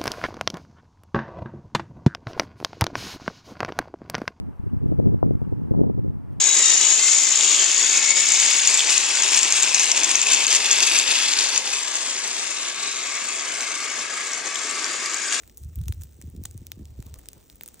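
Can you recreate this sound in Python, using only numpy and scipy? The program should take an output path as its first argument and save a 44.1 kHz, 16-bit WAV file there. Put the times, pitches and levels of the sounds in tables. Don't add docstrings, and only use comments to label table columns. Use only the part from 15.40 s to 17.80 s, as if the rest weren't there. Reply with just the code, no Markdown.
import sys
import numpy as np
from scipy import signal
from scipy.fft import rfft, irfft, next_fast_len
from scipy.io import wavfile
from scipy.ndimage import map_coordinates

SR = 44100
rng = np.random.default_rng(int(sys.argv[2]) if len(sys.argv) > 2 else 0)


def to_wav(s):
    ch = np.atleast_2d(s).T
    pcm = np.round(np.clip(ch, -1, 1) * 32767)
    wavfile.write(sys.argv[1], SR, pcm.astype(np.int16))


N = 105840

# frequency in Hz, relative level in dB.
HUSH_SPECTRUM = [(20, 3.5), (60, 10.5), (130, 8.5), (300, 8), (500, -0.5), (750, -21), (1100, -33),
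                 (2000, -37), (5000, -37), (16000, -25)]
RUSTLE_SPECTRUM = [(200, 8), (500, 7.5), (900, 2), (1400, -9), (2200, -8.5), (5000, -6.5), (16000, -99)]
SCUFF_SPECTRUM = [(150, -15), (500, 9), (850, 0.5), (1250, 2.5), (1700, -13), (4000, -21), (16000, -45)]
RUMBLE_SPECTRUM = [(20, -18), (30, -21), (42, 2), (76, -3), (105, 5), (135, 0), (200, -13), (400, -48),
                   (800, -70)]
ROAR_SPECTRUM = [(70, -1.5), (130, 4), (180, 7), (250, -1), (340, 5), (460, -30), (600, -36), (1000, -45),
                 (3000, -70)]
SIZZLE_SPECTRUM = [(300, -65), (1200, -4.5), (2400, -5), (3700, -5.5), (4600, -12.5), (5700, -2),
                   (8300, 1.5), (10400, -6), (12400, -14), (15400, 10.5), (16300, -35)]
TAIL_SPECTRUM = [(300, 20), (1500, -3), (4000, 8.5), (7000, 7.5), (10500, 3.5), (15000, -36)]
# frequency in Hz, gain in dB.
LEAF_COLOUR = [(400, -14), (1400, -0.5), (2200, -2.5), (3000, -4), (3800, 2), (4600, -1.5), (5600, 4),
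               (7000, 0.5), (8600, 4), (10000, -1.5), (11200, 1), (12400, 5.5), (15300, 7), (16400, -8)]
CRACKLE_COLOUR = [(200, -25), (1200, -5), (4000, -2), (8000, -1), (15000, 1)]
# time in seconds, level in dB.
RUSTLE_LEVEL = [(0, -61.5), (.2, -69.5), (1.4, -65), (1.68, -61.5), (1.82, -61), (1.92, -63.5),
                (2.0, -60.5), (2.07, -68.5), (2.4, -61)]
SIZZLE_LEVEL = [(0, -57), (.2, -65.5), (.45, -60.5), (.6, -61), (.78, -63), (1.15, -63), (1.5, -65),
                (1.8, -60.5), (2.05, -61.5), (2.25, -60.5), (2.4, -60)]
TORCH_LEVEL = [(0, -66.5), (.18, -54), (.3, -45), (.75, -53), (1.7, -49.5), (1.83, -55), (2.05, -66.5),
               (2.4, -62.5)]
# centre in seconds, level in dB, left minus right in dB.
SCUFFS = [(1.677, -60, -5), (1.764, -60, -5), (1.968, -60, -2)]
# time in seconds, central rate in Hz.
FLUTTER_RATE = [(0.199, 62.46), (.3, 79.92), (.7, 70.05), (1.1, 84.82), (1.802, 60.2)]
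# centre in seconds, relative level in dB.
PUFFS = [(0.053, -52), (0.229, -38), (0.263, -34), (0.288, -43), (0.324, -58), (0.391, -24), (0.425, -28),
         (0.472, -28.5), (0.504, -25), (0.549, -39.5), (0.578, -36), (0.606, -32), (0.648, -41.5),
         (0.719, -47), (0.755, -51.5), (0.854, -37), (0.885, -36.5), (0.934, -43), (0.995, -32.5),
         (1.053, -42.5), (1.103, -40), (1.164, -39), (1.211, -40.5), (1.288, -50), (1.379, -44),
         (1.427, -40), (1.463, -42.5), (1.512, -42), (1.55, -49), (1.597, -35.5), (1.67, -41),
         (1.728, -37.5), (1.778, -43), (1.87, -69), (2.142, -48)]
# start in seconds, level at full swell in dB.
FLAPS = [(0.373, -46), (0.491, -38.5), (0.786, -46.5), (0.835, -43), (0.873, -44), (0.936, -45),
         (0.948, -41), (0.972, -41.5), (0.991, -39), (1.012, -41.5), (1.146, -41.5), (1.215, -42.5),
         (1.37, -44.5), (1.392, -40.5), (1.407, -42), (1.418, -42), (1.588, -36), (1.658, -45.5),
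         (1.957, -51)]
# start in seconds, level before colouring in dB, decay time in seconds.
SPITS = [(0.174, -52, 0.043), (.486, -46, 0.012), (.616, -46.5, 0.011), (1.056, -48.5, 0.016)]
# start in seconds, low, middle and top band levels before colouring in dB,
# ring frequency in Hz.
SNAPS = [(0.035, -46, -52, -51, 1780), (0.0768, -59, -51.5, -47, 7500), (0.0972, -49.5, -49, -52, 5800),
         (0.1729, -61, -44, -38.5, 7200), (0.1793, -75, -59, -39.5, 8100), (0.2312, -73, -57, -47, 8400),
         (0.2362, -62, -50.5, -44.5, 7760), (0.2474, -82, -53.5, -49, 7600),
         (0.3575, -71, -49.5, -38, 7500), (0.3884, -57, -50.5, -42.5, 2870),
         (0.4145, -56, -48.5, -42, 7800), (0.4378, -57, -49, -46, 6400), (0.4572, -58, -51, -48, 3000),
         (0.4818, -51, -46, -33, 3630), (0.483, -43.5, -34, -36, 7000), (0.5237, -40, -36, -37, 3270),
         (0.5252, -63, -46, -37, 7300), (0.5366, -66, -50, -54, 6240), (0.545, -70, -62, -49, 8340),
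         (0.612, -54, -47.5, -43.5, 7600), (0.619, -55, -47.5, -43, 7200), (0.6203, -54, -46.5, -48, 6070),
         (0.6354, -61, -44.5, -38, 7300), (0.644, -74, -62, -48, 8600), (0.815, -48, -42, -45, 5570),
         (0.8234, -59, -46.5, -45, 5500), (0.9, -68, -66, -49, 9320), (0.9643, -73, -52, -50.5, 6900),
         (1.0378, -82, -43.5, -35.5, 6340), (1.053, -37.5, -35, -42, 7263), (1.0554, -39, -28, -31, 8200),
         (1.1114, -69, -44, -45, 8500), (1.1774, -58.5, -47, -40, 6400), (1.268, -82, -41.5, -36, 6600),
         (1.3183, -36.5, -32.5, -31.5, 3500), (1.4546, -65, -46, -47, 7800),
         (1.6033, -58, -48, -49.5, 8237), (1.6254, -45.5, -46, -45.5, 7794), (1.6612, -66, -54, -47, 7880),
         (1.6658, -61, -48.5, -45, 6500), (1.7413, -47.5, -39, -39, 5780), (1.788, -60.0, -48.5, -44, 9000),
         (1.792, -50, -51, -45.5, 8900), (1.8367, -53.5, -59, -65, 1260), (1.858, -52.5, -45, -51, 7020),
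         (1.887, -53, -34, -32.5, 9800), (1.932, -54, -44.5, -42, 6400), (2.0997, -52.5, -42.5, -47, 3450),
         (2.1574, -75, -60, -45, 7900), (2.2103, -36.5, -40, -36, 3990), (2.235, -49.5, -45.5, -33.5, 6550),
         (2.2605, -55, -41.5, -38, 7900), (2.278, -51, -47, -35.5, 9300), (2.287, -51.5, -43, -41, 6700),
         (2.3432, -55, -51, -43.5, 7760), (2.395, -58.0, -44.5, -51, 5700)]
# lower edge in Hz, upper edge in Hz.
SNAP_BANDS = [(400, 2500), (2500, 9500), (9500, 16800)]
# frequency in Hz, lead of the left in radians.
PORT_PHASE = [(0, 0), (1900, 0), (3000, -.6), (4100, -.7), (4850, -1.9), (5600, -.3), (6400, -.3),
              (9000, -1.6), (10500, -2.7), (13000, -3.2), (15600, -4.5)]

LOW_CUT_HZ, TOP_HZ = 14.3, 16500
TIME = np.arange(N) / SR


def amp(db):
    return 10 ** (np.asarray(db) / 20)


def unit(x):
    return x / np.sqrt(np.mean(x ** 2) + 1e-20)


def sized(x, db):
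    return amp(db) * x * np.sqrt(SR / 1000 / np.sum(x ** 2))


def add(track, start, x):
    i = max(round(start * SR), 0)
    span = track[i:i + len(x)]
    span += x[:len(span)]


def envelope(rows):
    return amp(np.interp(TIME, *np.transpose(rows)))


def swells(rows, half_width_s):
    return np.sqrt(sum(amp(db) ** 2 * np.exp(-((TIME - s) / half_width_s) ** 2) for s, db in rows))


def wobble(knots_per_s, order=3):
    return map_coordinates(rng.standard_normal(N), [TIME * knots_per_s], order=order)


def filtered(x, response):
    size = next_fast_len(N + 8192)
    hz = np.fft.rfftfreq(size, 1 / SR)
    return irfft(rfft(x, size) * response(hz), size)[..., :N]


def coloured(x, points):
    point_hz, db = np.transpose(points)
    return filtered(x, lambda hz: amp(np.interp(np.log(hz + 1), np.log(point_hz + 1), db)))


def ports(x):
    sides = np.array([[1], [-1]])
    return filtered(x, lambda hz: np.exp(.5j * np.interp(hz, *np.transpose(PORT_PHASE)) * sides))


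def rush(spectrum, diffuse_db):
    direct = ports(rng.standard_normal(N))
    diffuse = amp(diffuse_db) * rng.standard_normal((2, N))
    return unit(coloured(direct + diffuse, spectrum))


def woods():
    hush = amp(-60.5) * rush(HUSH_SPECTRUM, diffuse_db=-.5)
    rustle = envelope(RUSTLE_LEVEL) * rush(RUSTLE_SPECTRUM, diffuse_db=15)
    return hush + rustle


def scuffs():
    out = np.zeros((2, N))
    for centre, db, pan_db in SCUFFS:
        swell = swells([(centre, db)], half_width_s=.0083)
        balance = amp([[pan_db / 2], [-pan_db / 2]])
        out += swell * balance * rush(SCUFF_SPECTRUM, diffuse_db=-20)
    return out


def flaps(start_hz=592.6, end_hz=73.5, rise_s=.0091, glide_s=.0055):
    t = np.arange(SR // 20) / SR
    hz = end_hz + (start_hz - end_hz) * np.exp(-t / glide_s)
    phase = 2 * np.pi * np.cumsum(hz) / SR
    shape = (t / rise_s * np.exp(1 - t / rise_s)) ** 2
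    chirps, swell = np.zeros(N), np.zeros(N)
    for start, db in FLAPS:
        chirp = np.sqrt(2) * np.sin(phase + rng.uniform(0, 2 * np.pi))
        add(chirps, start, amp(db) * shape * chirp)
        add(swell, start, amp(db) * shape)
    roar = amp(-10.5) * swell * rush(ROAR_SPECTRUM, diffuse_db=2)
    return chirps + roar


def torch():
    puffs = amp(-1.5) * swells(PUFFS, half_width_s=.013)
    strength = np.hypot(puffs, envelope(TORCH_LEVEL))
    wander = np.exp(.17 * wobble(knots_per_s=80))
    hz = np.interp(TIME, *np.transpose(FLUTTER_RATE)) * wander
    throb = unit(np.sin(2 * np.pi * np.cumsum(hz) / SR))
    turbulence = amp(-6) * rush(RUMBLE_SPECTRUM, diffuse_db=-9.5)
    return strength * (throb + turbulence) + flaps()


def woods_tail(x, gain_db=-17, decay_s=.016):
    retained = np.exp(-2 / (decay_s * SR))
    power = signal.lfilter([1 - retained], [1, -retained], x ** 2)
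    return amp(gain_db) * np.sqrt(power) * rush(TAIL_SPECTRUM, diffuse_db=-1.5)


def sizzle(grain_db=5):
    grain = amp(grain_db * wobble(knots_per_s=450, order=1))
    return envelope(SIZZLE_LEVEL) * unit(grain * rush(SIZZLE_SPECTRUM, diffuse_db=-7))


def spits():
    out, t = np.zeros(N), np.arange(SR // 10) / SR
    for start, db, decay_s in SPITS:
        add(out, start, amp(db) * rng.standard_normal(len(t)) * np.exp(-t / decay_s))
    return coloured(out, [(500, 13.5), (3000, -43), (6500, 2), (15000, -1)])


def fracture(t, ring_hz, rise_s=.00009, ring_s=.00026, litter_s=.0012):
    crack = rng.standard_normal(len(t)) * t * np.exp(-t / rise_s)
    ring = np.sin(2 * np.pi * ring_hz * t) * np.exp(-t / ring_s) * (1 - np.exp(-t / rise_s))
    litter = rng.standard_normal(len(t)) * np.exp(-t / litter_s)
    return unit(unit(crack) + amp(-7) * unit(ring) + amp(-9) * unit(litter))


def crackle(count=800, ticks_per_s=220):
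    out, t = np.zeros(N), np.arange(96) / SR
    starts = np.cumsum(rng.exponential(size=count)) / ticks_per_s
    levels_db = np.minimum(-68 + 3.8 * rng.exponential(size=count), -54)
    rings_hz = np.minimum(6500 * np.exp(.5 * rng.standard_normal(count)), TOP_HZ)
    for start, db, ring_hz in zip(starts, levels_db, rings_hz):
        add(out, start, sized(fracture(t, ring_hz), db))
    return coloured(out, CRACKLE_COLOUR)


def snaps(knock_hz=740, knock_db=-5.5):
    out, t = np.zeros(N), np.arange(256) / SR
    bands = [signal.butter(3, edges, 'bandpass', fs=SR, output='sos') for edges in SNAP_BANDS]
    knock = np.sin(2 * np.pi * knock_hz * t) * np.exp(-2 * knock_hz * t)
    for start, *levels_db, ring_hz in SNAPS:
        add(out, start, sized(knock, levels_db[0] + knock_db))
        burst = fracture(t, ring_hz)
        for band, db in zip(bands, levels_db):
            add(out, start, sized(signal.sosfilt(band, burst), db))
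    return out


def litter_bounce():
    bounce = amp(-9) * coloured(np.array([snaps(), snaps()]), LEAF_COLOUR)
    delays_s = np.array([[.0003], [.00042]])
    return filtered(bounce, lambda hz: np.exp(-2j * np.pi * hz * delays_s))


def burning_leaves():
    direct = coloured(snaps() + crackle() + spits(), LEAF_COLOUR)
    return ports(direct) + litter_bounce() + woods_tail(direct) + sizzle()


def scene():
    return burning_leaves() + torch() + scuffs() + woods()


def record(dry):
    thinned = filtered(dry, lambda hz: hz ** 3 / np.sqrt(hz ** 6 + LOW_CUT_HZ ** 6))
    return filtered(thinned, lambda hz: 1 / np.sqrt(1 + (hz / TOP_HZ) ** 200))


dry = scene()
out = record(dry)
to_wav(out)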